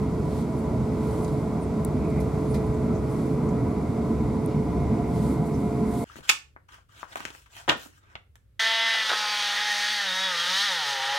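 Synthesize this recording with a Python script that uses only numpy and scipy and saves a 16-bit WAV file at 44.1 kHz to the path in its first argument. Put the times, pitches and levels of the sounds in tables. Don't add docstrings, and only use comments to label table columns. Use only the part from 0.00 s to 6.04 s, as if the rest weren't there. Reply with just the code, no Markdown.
import sys
import numpy as np
from scipy import signal
from scipy.fft import rfft, irfft
from scipy.io import wavfile
from scipy.ndimage import uniform_filter1d

SR = 44100
rng = np.random.default_rng(int(sys.argv[2]) if len(sys.argv) > 2 else 0)


def nominal_scale(level):
    x = np.asarray(level, float) / 20
    return 10 ** x


def bounce(signal):
    frames = np.transpose(np.atleast_2d(signal))
    limited = np.clip(frames, -1, 1)
    pcm = np.round(limited * 32767).astype(np.int16)
    wavfile.write(sys.argv[1], SR, pcm)


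N = 266506
HZ = np.maximum(np.arange(N // 2 + 1) * SR / N, 1)
TIME = np.arange(N) / SR


def along_hz(points):
    hz, value = np.transpose(points)
    return np.interp(np.log(HZ), np.log(np.maximum(hz, 1)), value)


def along_time(table, slew=0):
    s, *columns = np.transpose(table)
    return [uniform_filter1d(np.interp(TIME, s, c), 1 + int(slew * SR)) for c in columns]


def noise(gain):
    x = irfft(rfft(rng.standard_normal((2, N))) * gain, N)
    return x / np.sqrt(np.mean(x ** 2))


def walk(rate):
    hold = int(SR / rate)
    steps = np.repeat(rng.standard_normal(N // hold + 1), hold)
    return 1.25 * uniform_filter1d(uniform_filter1d(steps, hold), hold)[:N]


def swells(rows, rest_db):
    power = nominal_scale(rest_db) ** 2
    for s, rise, fall, db in rows:
        slope = np.maximum(np.where(TIME < s, rise, fall), .01)
        power = power + nominal_scale(db) ** 2 * np.exp(-((TIME - s) / slope) ** 2)
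    return 10 * np.log10(power)


def scuffs(table, rise_share):
    out = np.zeros((2, N))
    for s, db, hz, width, fall in table:
        start = int((s - .15) * SR)
        t = np.arange(-.15, .3, 1 / SR)
        f = np.arange(len(t) // 2 + 1) * SR / len(t)
        resonance = 1 / (1 + (2 * (f - hz) / width) ** 4)
        rub = irfft(rfft(rng.standard_normal((2, len(t)))) * resonance, len(t))
        rising = np.exp(-(t / max(rise_share * fall, .001)) ** 2)
        swell = np.where(t < 0, rising, np.exp(-t / max(fall, .002)))
        out[:, start:start + len(t)] += (nominal_scale(db) * swell * rub / rub.std())[:, :N - start]
    return out


def tone(hz, db, wander_hz, flutter_db, side_db):
    phase = 2 * np.pi * np.cumsum(hz + wander_hz * walk(9)) / SR
    level = np.sqrt(2) * nominal_scale(db + flutter_db * (walk(6.16) + 0.44 * walk(17)))
    return level * np.array([np.sin(phase), -nominal_scale(side_db) * np.cos(phase)])


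def bounce_db():
    # start [t/s], length [s], hum [level/dB]
    bounces = [(.07, .2, -30), (0.657, 0.2, -29), (1.24, 0.13, -29.5), (2.02, .28, -29), (2.65, .33, -30),
               (3.12, .06, -38), (3.424, 0.066, -33), (3.664, 0.08, -31.5), (4.187, 0.11, -31.5),
               (4.36, 0.09, -38), (4.66, 0.19, -31), (5.023, 0.19, -30), (5.7, .06, -35), (5.9, 0.051, -34)]
    edge = 0.038
    rows = []
    for s, length, db in bounces:
        half = length / 2
        rows.append((s + half, half + edge, half + edge, db - 3))
    return swells(rows, rest_db=-38.5)


def rolling():
    # [f/Hz], density [level/dB per Hz]
    floor_colour = [(15, -45), (25, -24), (53, -9.5), (138, 0), (237, -1), (381, -9.5), (430, -7.5),
                    (504, -14), (915, -18.5), (991, -21), (1120, -21.5), (1700, -35.5), (2150, -30),
                    (2900, -44.5), (3770, -69), (6380, -120)]
    # [f/Hz], width [Hz], lift [dB]
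    body = [(24, 14, 2.5), (42, 12, -2), (58, 8, -4), (70, 14, 4), (80, 14, 2), (95, 20, -2), (113, 12, -2),
            (130, 22, 3), (160, 18, 2), (192, 14, -3), (222, 36, 3), (275, 14, 2), (308, 24, 2),
            (355, 20, 2), (490, 30, 2), (560, 30, 2), (870, 40, 2), (1040, 40, 2), (1300, 40, 2),
            (1500, 120, 2), (2050, 120, 1), (2300, 200, 2), (2480, 80, 2), (1370, 60, 2.5), (1406, 9, 6),
            (1780, 140, -3), (1935, 70, 5)]
    # [t/s], [level/dB]
    rail_curve = [(0, -29.5), (1.1, -26), (1.35, -27.5), (1.8, -26.5), (2.2, -26.5), (2.5, -26.5),
                  (2.75, -26.5), (3.45, -25.5), (4.0, -27), (4.6, -28), (5.0, -26), (5.45, -26),
                  (6.04, -28.5)]
    roll_edges = [100, 440, 1700]
    # level over the rail [dB], share of rail swells [dB/dB], share of bogie bounce [dB/dB]
    layers = [
        (-11, 0.48, 0.47),
        (0, 0.46, 0.02),
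        (-12, 0.41, 0.055),
        (-30.5, 0.19, 0.046),
    ]
    rail_mean_db, hum_mean_db = -26.5, -41.5

    lift_db = sum(db / (1 + (2 * (HZ - hz) / width) ** 2) for hz, width, db in body)
    colour = nominal_scale(along_hz(floor_colour) + lift_db)
    above = [1] + [1 / (1 + (hz / HZ) ** 8) for hz in roll_edges] + [0]
    rail = along_time(rail_curve, slew=0.05)[0] - rail_mean_db
    bogie = bounce_db() - hum_mean_db
    out = 0
    for (db, on_rail, on_bogie), lo, hi in zip(layers, above, above[1:]):
        level_db = rail_mean_db + db + on_rail * rail + on_bogie * bogie + 0.6 * walk(9.9)
        out = out + nominal_scale(level_db) * noise(colour * np.sqrt(np.abs(lo - hi)))
    return out


def panels():
    # [t/s], peak [level/dB], [f/Hz], width [Hz], length [s]
    rings = [(.8, -27, 129, 13, .08), (1.3, -26, 139, 16, 0.086), (2.2, -28.5, 145, 23, .06),
             (2.7, -30, 123, 27, 0.039), (3.42, -24, 153, 20, 0.056), (3.62, -24, 129.6, 18, 0.07),
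             (4.1, -29.5, 214, 20, .06), (4.6, -26, 214, 21, .07), (4.58, -27, 145, 16, 0.057),
             (5.05, -29.5, 228, 22, 0.038), (5.4, -26.5, 151, 25, 0.056), (5.83, -25, 224, 33, 0.051)]
    return scuffs(rings, rise_share=0.86)


def bogie_hum():
    return tone(67.85, bounce_db() - 3.5, wander_hz=2.18, flutter_db=0.0, side_db=-25)


def singing():
    # [f/Hz], width [Hz], trim [dB]
    modes = [
        (646.5, 46, -2),
        (701.4, 23, 2.5),
        (992, 43, 0.8),
        (2156, 110, -5),
    ]
    # level at no pull [level/dB], gain at full pull [dB]
    sing = [
        (-42, -11),
        (-58, 17.5),
        (-50, 1.6),
        (-67, 16),
    ]
    # [t/s], pull [0-1]
    pull_curve = [(0, 0.1), (.6, 0), (1.5, 0.33), (2.3, 0), (3.1, 0), (3.7, 0.56), (4.4, 0.37), (4.9, 0.86),
                  (5.5, 0.63), (6.04, 0.8)]
    out = 0
    pull = along_time(pull_curve)[0]
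    for (db, gain_db), (hz, width, trim_db) in zip(sing, modes):
        damping = 1 / (1 + (2 * HZ / width) ** 2)
        drive = noise(damping) + 1j * noise(damping)
        phase = 2 * np.pi * np.cumsum(hz * (1 + .004 * walk(1.5))) / SR
        level = nominal_scale(db + gain_db * pull + trim_db + 0.5 * walk(2.51))
        out = out + level * np.real(drive * np.exp(1j * phase))
    return out


def gear_whine():
    # [t/s], [f/Hz], [level/dB]
    mesh = [(0, 431, -38.5), (.7, 429.5, -38.5), (1.4, 430.7, -37), (2.1, 431.3, -36.5), (2.6, 430.3, -37),
            (3.6, 431, -35), (3.78, 432, -38.5), (3.95, 431.8, -37), (4.3, 431.4, -37), (5, 430.8, -37),
            (6.04, 429.9, -37)]
    hz, db = along_time(mesh, slew=.05)
    return tone(hz, db, wander_hz=0.8, flutter_db=1.5, side_db=-21)


def sleeve():
    # middle [t/s], rise [s], fall [s], weave [level/dB], nap [level/dB]
    strokes = [(.4, 0.1, 0.031, -57, -59.5), (.59, .06, 0.046, -68, -65), (1.09, 0.073, .15, -60.5, -59.5),
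               (1.21, 0.11, 0.16, -62, -62), (2.3, 0.22, 0.12, -69, -68), (2.5, .12, 0.17, -63, -65),
               (3.13, .05, 0.18, -62, -61.5), (4.1, .06, .06, -66, -70), (5.17, .06, 0.11, -60, -60.5),
               (5.29, 0.089, 0.061, -58.5, -56.5), (5.55, .12, 0.24, -70, -63),
               (6.0, 0.087, .2, -57.5, -53)]
    # [f/Hz], density [level/dB per Hz]
    weave_colour = [(2300, -13), (2900, -5), (3500, -3), (4300, -2.5), (5500, -6.5), (7000, -8),
                    (9000, -28)]
    # [f/Hz], density [level/dB per Hz]
    nap_colour = [(4500, -30), (6000, -10), (7700, 2), (9000, 0.5), (10500, 0.5), (12500, -5.5),
                  (15000, -14), (16500, -17)]
    weave_db = swells([(s, rise, fall, db) for s, rise, fall, db, _ in strokes], rest_db=-67)
    nap_db = swells([(s, rise, fall, db) for s, rise, fall, _, db in strokes], rest_db=-67)
    grain = nominal_scale(0.53 * walk(150))
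    weave = nominal_scale(weave_db) * noise(nominal_scale(along_hz(weave_colour)))
    nap = nominal_scale(nap_db) * noise(nominal_scale(along_hz(nap_colour)))
    return grain * (weave + nap)


def ticks():
    # [t/s], left [level/dB], right [level/dB], ring [s], dulling above 13 kHz [dB]
    snaps = [
        (1.8472, -36, -50, .0001, 0),
        (1.84952, -21, -18.5, .00022, 0),
        (4.462, -36, -34.5, .0007, -14),
    ]
    # [f/Hz], [level/dB]
    snap_modes = [
        (9100, -1.5),
        (4500, -22),
        (11500, -14),
        (14800, -17),
    ]
    # delay [s], left [level/dB], right [level/dB], smear [x ring]
    echoes = [
        (0, 1.5, 2.5, 1.3),
        (.0005, 0, -15, 0.68),
        (.0013, -12, -35, 2.5),
        (.0022, -27, -32, 3.7),
    ]
    out = np.zeros((2, N))
    for s, left_db, right_db, ring, dull_db in snaps:
        near = slice(int((s - .004) * SR), int((s + .012) * SR))
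        for delay, echo_left_db, echo_right_db, smear in echoes:
            t = TIME[near] - s - delay
            swell = np.exp(-(t / (ring * smear * np.where(t < 0, 0.49, 1))) ** 2)
            for hz, db in snap_modes:
                db = db + dull_db * (hz > 13000)
                phase = 2 * np.pi * hz * t
                out[0, near] += nominal_scale(left_db + echo_left_db + db) * swell * np.sin(phase)
                out[1, near] += nominal_scale(right_db + echo_right_db + db) * swell * np.sin(phase + 1.4)
    return out


def knocks():
    # [t/s], peak [level/dB], [f/Hz], width [Hz], length [s]
    slips = [(1.2465, -45.5, 7870, 5500, .005), (1.2475, -49.5, 4500, 2200, .005),
             (1.2795, -54, 8500, 5000, .004), (1.2815, -53, 4300, 1800, .007),
             (1.852, -54, 10000, 6000, .004), (2.103, -54, 9500, 5000, .003),
             (2.203, -50, 11000, 5000, .005), (2.207, -54, 5100, 3500, .012),
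             (2.212, -54, 9000, 8000, .015), (2.545, -46, 8900, 9000, 0.0065),
             (2.547, -47.5, 4370, 2310, .022), (2.551, -47, 2170, 700, .027),
             (2.555, -54, 8500, 7000, 0.025), (2.667, -54, 9700, 3500, .003),
             (3.491, -55, 6500, 4000, .012), (4.4612, -50, 11800, 3000, .0022),
             (4.505, -60, 4300, 3000, 0.088), (4.512, -63, 2800, 500, 0.066)]
    return scuffs(slips, rise_share=0.29)


def creaks():
    # [t/s], peak [level/dB], [f/Hz], width [Hz], length [s]
    flexes = [(.591, -68, 10300, 700, .03), (1.236, -57.5, 10000, 2200, .013), (1.622, -58, 9100, 900, .01),
              (1.637, -54.5, 8700, 800, .01), (2.071, -57, 2350, 400, .07), (2.141, -55, 2230, 500, .04),
              (2.192, -48, 2220, 500, 0.017), (2.509, -58, 10200, 1200, 0.022),
              (2.521, -55, 9100, 1400, 0.02), (2.751, -62, 7420, 2200, 0.016),
              (2.901, -49, 1306, 50, 0.046), (2.961, -60, 6500, 2200, .025), (3.125, -63, 9900, 2500, .028),
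              (4.55, -59, 2210, 400, 0.13), (4.85, -61, 2200, 200, 0.1), (5.471, -58, 9500, 7000, 0.02),
              (5.551, -56, 5700, 1500, .016), (5.911, -57, 1650, 500, .03)]
    return scuffs(flexes, rise_share=1)


def vent():
    # [f/Hz], density [level/dB per Hz]
    hiss_colour = [(1590, -45), (2700, -3.5), (2840, -5), (3690, -1.5), (4190, -3), (4550, -1.5),
                   (5680, -4.5), (7830, -6.5), (15100, -23), (16000, -25)]
    return nominal_scale(-59.5 - 0.94 + .5 * walk(5.37)) * noise(nominal_scale(along_hz(hiss_colour)))


def two_ports(diffuse, tones):
    # [f/Hz], side minus mid [level/dB]
    side_curve = [(60, -28), (130, -34), (230, -20), (380, -22), (560, -8), (850, -11.5), (1400, -5),
                  (2100, -9), (3200, -5.5), (5200, -6.5), (7000, 0), (15000, 1)]
    # [f/Hz], left minus right [level/dB]
    left_curve = [(60, 2), (110, -1.5), (200, -0.5), (380, -4), (700, -0.5), (1290, 1), (2380, -2),
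                  (4400, -1.0), (8120, -1), (15000, -8.5)]
    # [f/Hz], left leads [rad]
    lead_curve = [(40, -.5), (80, -0.3), (160, -0.25), (280, 0.047), (800, -0.57), (1300, 0.084),
                  (1900, -0.61), (3000, 0.19), (6000, .15)]
    mid, side = rfft(diffuse) * [np.ones(len(HZ)), nominal_scale(along_hz(side_curve))]
    tone_mid, tone_side = rfft(tones)
    mid, side = mid + tone_mid, side + tone_side
    tilt = nominal_scale(along_hz(left_curve) / 2) * np.exp(.5j * along_hz(lead_curve))
    ports = np.array([(mid + side) * tilt, (mid - side) / tilt]) * (HZ < 15770)
    return irfft(ports, N)


def scene():
    diffuse = rolling() + panels() + singing() + sleeve() + knocks() + creaks() + vent()
    tones = gear_whine() + bogie_hum()
    return two_ports(diffuse, tones) + ticks()


def top_cut(x):
    return signal.sosfilt(signal.butter(12, 16500, fs=SR, output="sos"), x)


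def record(dry):
    return top_cut(dry)


dry = scene()
out = record(dry)
bounce(out)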